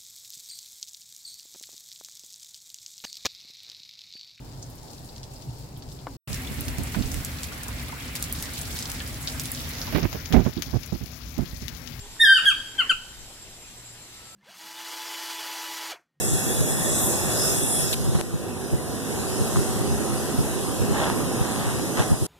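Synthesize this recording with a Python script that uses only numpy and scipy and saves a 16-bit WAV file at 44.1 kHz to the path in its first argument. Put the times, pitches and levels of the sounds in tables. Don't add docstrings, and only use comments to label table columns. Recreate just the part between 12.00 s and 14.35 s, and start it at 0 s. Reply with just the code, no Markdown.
import sys
import numpy as np
from scipy import signal
from scipy.fft import rfft, irfft, next_fast_len
from scipy.io import wavfile
from scipy.ndimage import uniform_filter1d, map_coordinates

SR = 44100
rng = np.random.default_rng(int(sys.argv[2]) if len(sys.argv) > 2 else 0)


def linear_from_db(decibels):
    return 10 ** (np.asarray(decibels, float) / 20)


def transcribe(u):
    v = np.clip(np.atleast_2d(u).T, -1, 1)
    q = np.round(v * 32767).astype(np.int16)
    wavfile.write(sys.argv[1], SR, q)


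N = 103635
TIME_S = np.arange(N) / SR
FLOOR_LAG_S, FLOOR_PAN_DB = -.00011, 0.6


def unit(x):
    return x / np.sqrt(np.mean(x ** 2) + 1e-20)


def along(points, hz):
    f, value = np.transpose(points)
    return np.interp(np.log(hz + 1), np.log(f + 1), value)


def wobble(rate):
    knots = rng.standard_normal(int(N * rate / SR) + 4)
    return map_coordinates(knots, [np.arange(N) * rate / SR])


def filtered(x, response):
    m = next_fast_len(N + SR // 2)
    return irfft(rfft(x, m) * response(np.fft.rfftfreq(m, 1 / SR)), m)[..., :N]


def track(rows, smooth_s):
    s, hz, db = np.transpose(rows)
    width = int(smooth_s * SR)
    gain = linear_from_db(np.interp(TIME_S, s, db)) * (TIME_S >= s[0]) * (TIME_S <= s[-1])
    pitch = uniform_filter1d(np.interp(TIME_S, s, hz), width)
    return pitch, np.sqrt(2) * uniform_filter1d(gain, width // 2)


def ports(x, pan_db, lag_s):
    side = np.array([[1], [-1]])
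    return filtered(x * linear_from_db(side * pan_db / 2), lambda hz: np.exp(-1j * np.pi * hz * lag_s * side))


# f/Hz, correlation
PORT_LIKENESS = [(30, 0.58), (170, 0.95), (700, 0.89), (1500, 0.69), (3000, 0.067), (5700, 0.37),
                 (9500, 0.38), (15000, 0.1)]


def rush(colour, patchy_db):
    z = signal.stft(rng.standard_normal((2, N)), nperseg=512)[2]
    patches = uniform_filter1d(rng.standard_normal(z.shape[1:]), 6, 0)
    patches = uniform_filter1d(patches, 12, 1)
    pair = signal.istft(z * linear_from_db(patchy_db * unit(patches)), nperseg=512)[1][:, :N]

    def mid_side(hz):
        turn = np.arccos(np.clip(along(PORT_LIKENESS, hz), 0, 1)) / 2
        return colour(hz) * [np.cos(turn), np.sin(turn)]

    mid, side = filtered(pair, mid_side)
    return unit(ports(np.array([mid + side, mid - side]), FLOOR_PAN_DB, FLOOR_LAG_S))


SYRINX_DB = [0, 0, -16, -22, -19, -22, -27, -34, -36, -36]
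# f/Hz, level/dB
THROAT_TONE = [(4600, 0), (5500, -3), (6300, -7), (7300, 0), (7900, -8), (9200, 2), (11000, 2), (12800, -5)]


def yelp(rows, third_db, split_db, upper_db):
    s, _, _, gape = np.transpose(rows)
    hz, gain = track(np.array(rows)[:, :3], .004)
    gape_db = np.interp(TIME_S, s, gape)
    phase = 2 * np.pi * np.cumsum(hz + 7.44 * wobble(150)) / SR
    lift_db = [0, gape_db, third_db] + [upper_db + gape_db] * 7
    tone = 0
    for k, db in enumerate(SYRINX_DB):
        flutter_db = (3 if k < 2 else 5) * wobble(69.26)
        level_db = db + lift_db[k] + along(THROAT_TONE, (k + 1) * hz) + flutter_db
        tone = tone + linear_from_db(level_db) * np.sin((k + 1) * phase)
    falling = 1 / (1 + np.exp((hz - 1445) / 15))
    split = linear_from_db(split_db) * np.sin(3 * phase / 2) * falling
    hiss = filtered(rng.standard_normal(N), lambda f: (f > 900) / (1 + (f / 4000) ** 4))
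    breath = linear_from_db(-40) * (1 + np.cos(phase)) * hiss
    return gain * (tone + split + breath)


def scatter(x, t60s, start_s):
    hz, t, z = signal.stft(rng.standard_normal((3, SR)), SR, nperseg=128)
    decay = linear_from_db(-60 * t / along(t60s, hz)[:, None])
    tail = signal.istft(z * decay, SR, nperseg=128)[1]
    tail = tail[:2] + 0.72 * tail[2]
    late = np.pad(x, (int(start_s * SR), 0))[None]
    return signal.fftconvolve(late, tail / np.linalg.norm(tail[0]), axes=1)[:, :N]


YELP_ROWS = [
    [(.193, 1822, -50, 4), (.203, 1821, -21.5, 0), (.216, 1839, -21.5, 7.5), (.234, 1826, -19, -1.5),
     (.256, 1635, -18.5, -2.5), (.278, 1575, -17.5, -5.5), (.355, 1545, -18, -6.5),
     (.372, 1483, -22.5, 2.5), (.398, 1188, -39, -2)],
    [(.456, 1632, -41, 28.5), (.464, 1645, -16, -1.5), (.486, 1608, -17.5, 8), (.5, 1510, -20.5, 0.5),
     (.514, 1294, -32.5, 7.5), (.528, 1130, -42, -3)],
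    [(.782, 1605, -51, 20), (.79, 1568, -28.5, 10.5), (.804, 1492, -22.5, 3.5), (.819, 1327, -39, 4.5),
     (.826, 1210, -39, -3)],
    [(.889, 1605, -62, 2), (.897, 1565, -28, 8.5), (.908, 1492, -23, 6.5), (.92, 1284, -31.5, 1.5),
     (.925, 1156, -43, -6)],
]
# third multiple/dB, split voice/dB, left over right/dB, higher multiples/dB
HEAD_POSE = [
    (0, -50, -1.5, -1),
    (-8, -45, 0, -2),
    (-2, -6, 3, -9),
    (-2, -24, 2.5, -7),
]
# straight to the microphone/dB, nearby leaves/dB, whole grove/dB
YELP_SENDS = [
    (0.5, -6.5, -3.5),
    (-1.5, -7, -12.5),
    (2, -4.5, -29),
    (3.5, -5, -13),
]
# delay t/s, level/dB, left over right/dB
TRUNK_ECHOES = [
    (.006, -22.5, -20),
    (.011, -13, 6.5),
    (.019, -14.5, -0.5),
    (.028, -16, -8.5),
    (0.151, -31, 2),
    (.21, -36.5, 10),
]
# f/Hz, t60/s
LEAF_DECAY = [(1000, 0.11), (3000, 0.25), (10000, 0.11)]
GROVE_DECAY = [(1000, 0.59), (3000, 0.52), (5000, 1), (10000, 0.58)]
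FAR_DECAY = [(1000, 1.14), (3000, 1.17), (10000, 0.55)]


def toucan():
    voices = np.array([yelp(rows, third, split, upper)
                       for rows, (third, split, _, upper) in zip(YELP_ROWS, HEAD_POSE)])
    direct = sum(linear_from_db(send[0]) * ports(voice, head[2], .00002)
                 for voice, head, send in zip(voices, HEAD_POSE, YELP_SENDS))
    direct = filtered(direct, lambda f: linear_from_db(-2 / (1 + (4000 / (f + 1)) ** 8)))
    near, wide = linear_from_db(np.transpose(YELP_SENDS)[1:]) @ voices
    echoes = 0
    for s, db, pan_db in TRUNK_ECHOES:
        late = np.pad(near, (round(s * SR), 0))[:N]
        echoes = echoes + linear_from_db(db + 5) * ports(late, pan_db, -pan_db * 2e-5)
    leaves = scatter(near, LEAF_DECAY, .003)
    grove = scatter(wide, GROVE_DECAY, 0.016)
    far_wall = linear_from_db(-21.5) * scatter(voices.sum(0), FAR_DECAY, .04)
    return direct + echoes + leaves + grove + far_wall


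# t/s, level/dB
BILL_CLICKS = [
    (.166, -30),
    (.217, -25),
    (.237, -27),
    (.29, -23),
    (.485, -28),
    (.755, -40),
]
# f/Hz, level/dB
CLICK_TONE = [(300, -16), (1000, -2), (2800, 0), (4500, -8), (9000, -25)]


def bill():
    t, clicks = np.arange(SR // 50) / SR, np.zeros(N)
    for s, db in BILL_CLICKS:
        clicks[round(s * SR):][:len(t)] += linear_from_db(db - 60 * t / .01) * rng.standard_normal(len(t))
    return ports(filtered(clicks, lambda f: linear_from_db(along(CLICK_TONE, f))), 0, 0)


# t/s, length/s, level/dB
PERCH_SHAKES = [
    (0.436, 0.042, -42),
    (0.829, 0.059, -42.5),
    (0.914, 0.016, -40),
    (1.658, .04, -52),
]
# f/Hz, level/dB
SHAKE_TONE = [(120, -30), (250, 8), (600, -0.5), (1200, 1.5), (2500, 6), (6000, -56)]


def perch():
    swell = sum(linear_from_db(db) * np.exp(-((TIME_S - s) / length) ** 2) for s, length, db in PERCH_SHAKES)
    return swell * rush(lambda f: linear_from_db(along(SHAKE_TONE, f)), patchy_db=-5.5)


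# t/s, f/Hz, level/dB
FOWL_CROW = [
    (0, 404, -65),
    (.04, 409, -52),
    (.075, 416, -56),
    (.12, 449, -69),
    (.175, 458, -55),
    (.2, 483, -78),
]
# t/s, f/Hz, level/dB
FAR_WHISTLE = [
    (1.98, 1310, -71),
    (2.05, 1308, -67),
    (2.35, 1327, -58.5),
]


def far_birds():
    hz, gain = track(FOWL_CROW, .01)
    phase = 2 * np.pi * np.cumsum(hz) / SR
    low = 1 / (1 + np.exp(np.clip((TIME_S - 0.08) / 0.0071, -30, 30)))
    crow = gain * (low * np.sin(phase) + linear_from_db(-5.5 * low) * np.sin(2 * phase))
    hz, gain = track(FAR_WHISTLE, .01)
    swell = gain * linear_from_db(2.2 * wobble(15))
    whistle = swell * np.sin(2 * np.pi * np.cumsum(hz + 0.98 * wobble(10)) / SR)
    return ports(crow + whistle, 0, FLOOR_LAG_S)


# f/Hz, width/Hz, level/dB
INSECT_SINGERS = [
    (7477, 540, -56.5),
    (7414, 53, -56),
    (7660, 150, -63.5),
]


def insects():
    chorus = 0
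    for hz, width, db in INSECT_SINGERS:
        swell = linear_from_db(db + 3.4 * wobble(25.2) + 0.5 * wobble(4.68))
        chorus = chorus + swell * rush(lambda f: 1 / (1 + ((f - hz) / width) ** 4), patchy_db=0)
    return chorus


# t/s, level/dB
AIR_STRENGTH = [
    (0.0, -54.5),
    (1.46, -56.5),
    (2.35, -57.5),
]
# f/Hz, level/dB per Hz
RUMBLE_TONE = [(29, -34), (50, 3), (123, -3), (167, -1.5), (421, -5.5), (1000, -11.5), (1300, -38),
               (2200, -120)]
HISS_TONE = [(470, -23), (800, -9), (4330, -4), (5780, -5.5), (7520, -8), (8210, -8), (13400, -13),
             (15200, -22.5), (15900, -55)]
# t/s, level/dB
PORT_GUSTS = [
    (0.0, -46),
    (0.37, -58.5),
    (0.58, -47.5),
    (0.65, -64),
    (0.98, -50.5),
    (2.35, -67),
]


def air():
    s, db = np.transpose(AIR_STRENGTH)
    strength_db = np.interp(TIME_S, s, db)
    swing_db = strength_db - strength_db.mean()
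    rumble_gain = linear_from_db(2.5 + swing_db + 0.27 * wobble(12))
    rumble = rumble_gain * rush(lambda f: linear_from_db(along(RUMBLE_TONE, f)), patchy_db=2.0)
    hiss_gain = linear_from_db(9 + .5 * swing_db + .4 * wobble(6.8))
    hiss = hiss_gain * rush(lambda f: linear_from_db(along(HISS_TONE, f)), patchy_db=1.5)
    gust_gain = linear_from_db(np.interp(TIME_S, *np.transpose(PORT_GUSTS)) + 2 + 0.8 * wobble(8.1))
    gust = gust_gain * rush(lambda f: (f > 12) / (1 + (f / 45) ** 3), patchy_db=-0.5)
    return linear_from_db(strength_db.mean()) * (rumble + hiss) + gust


def mains_hum():
    gain = linear_from_db(-61 + 1.6 * wobble(4.45)) * np.sqrt(2)
    return gain * np.sin(2 * np.pi * np.cumsum(117.5 + 0.96 * wobble(7.73)) / SR)


def scene():
    return toucan() + bill() + perch() + far_birds() + insects() + air() + mains_hum()


def low_pass(x):
    return signal.sosfilt(signal.butter(12, 16080, fs=SR, output="sos"), x)


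def record(dry):
    mix = filtered(dry, lambda f: 1 / (1 + (f / 15750) ** 80))
    return low_pass(mix)


dry = scene()
out = record(dry)
transcribe(out)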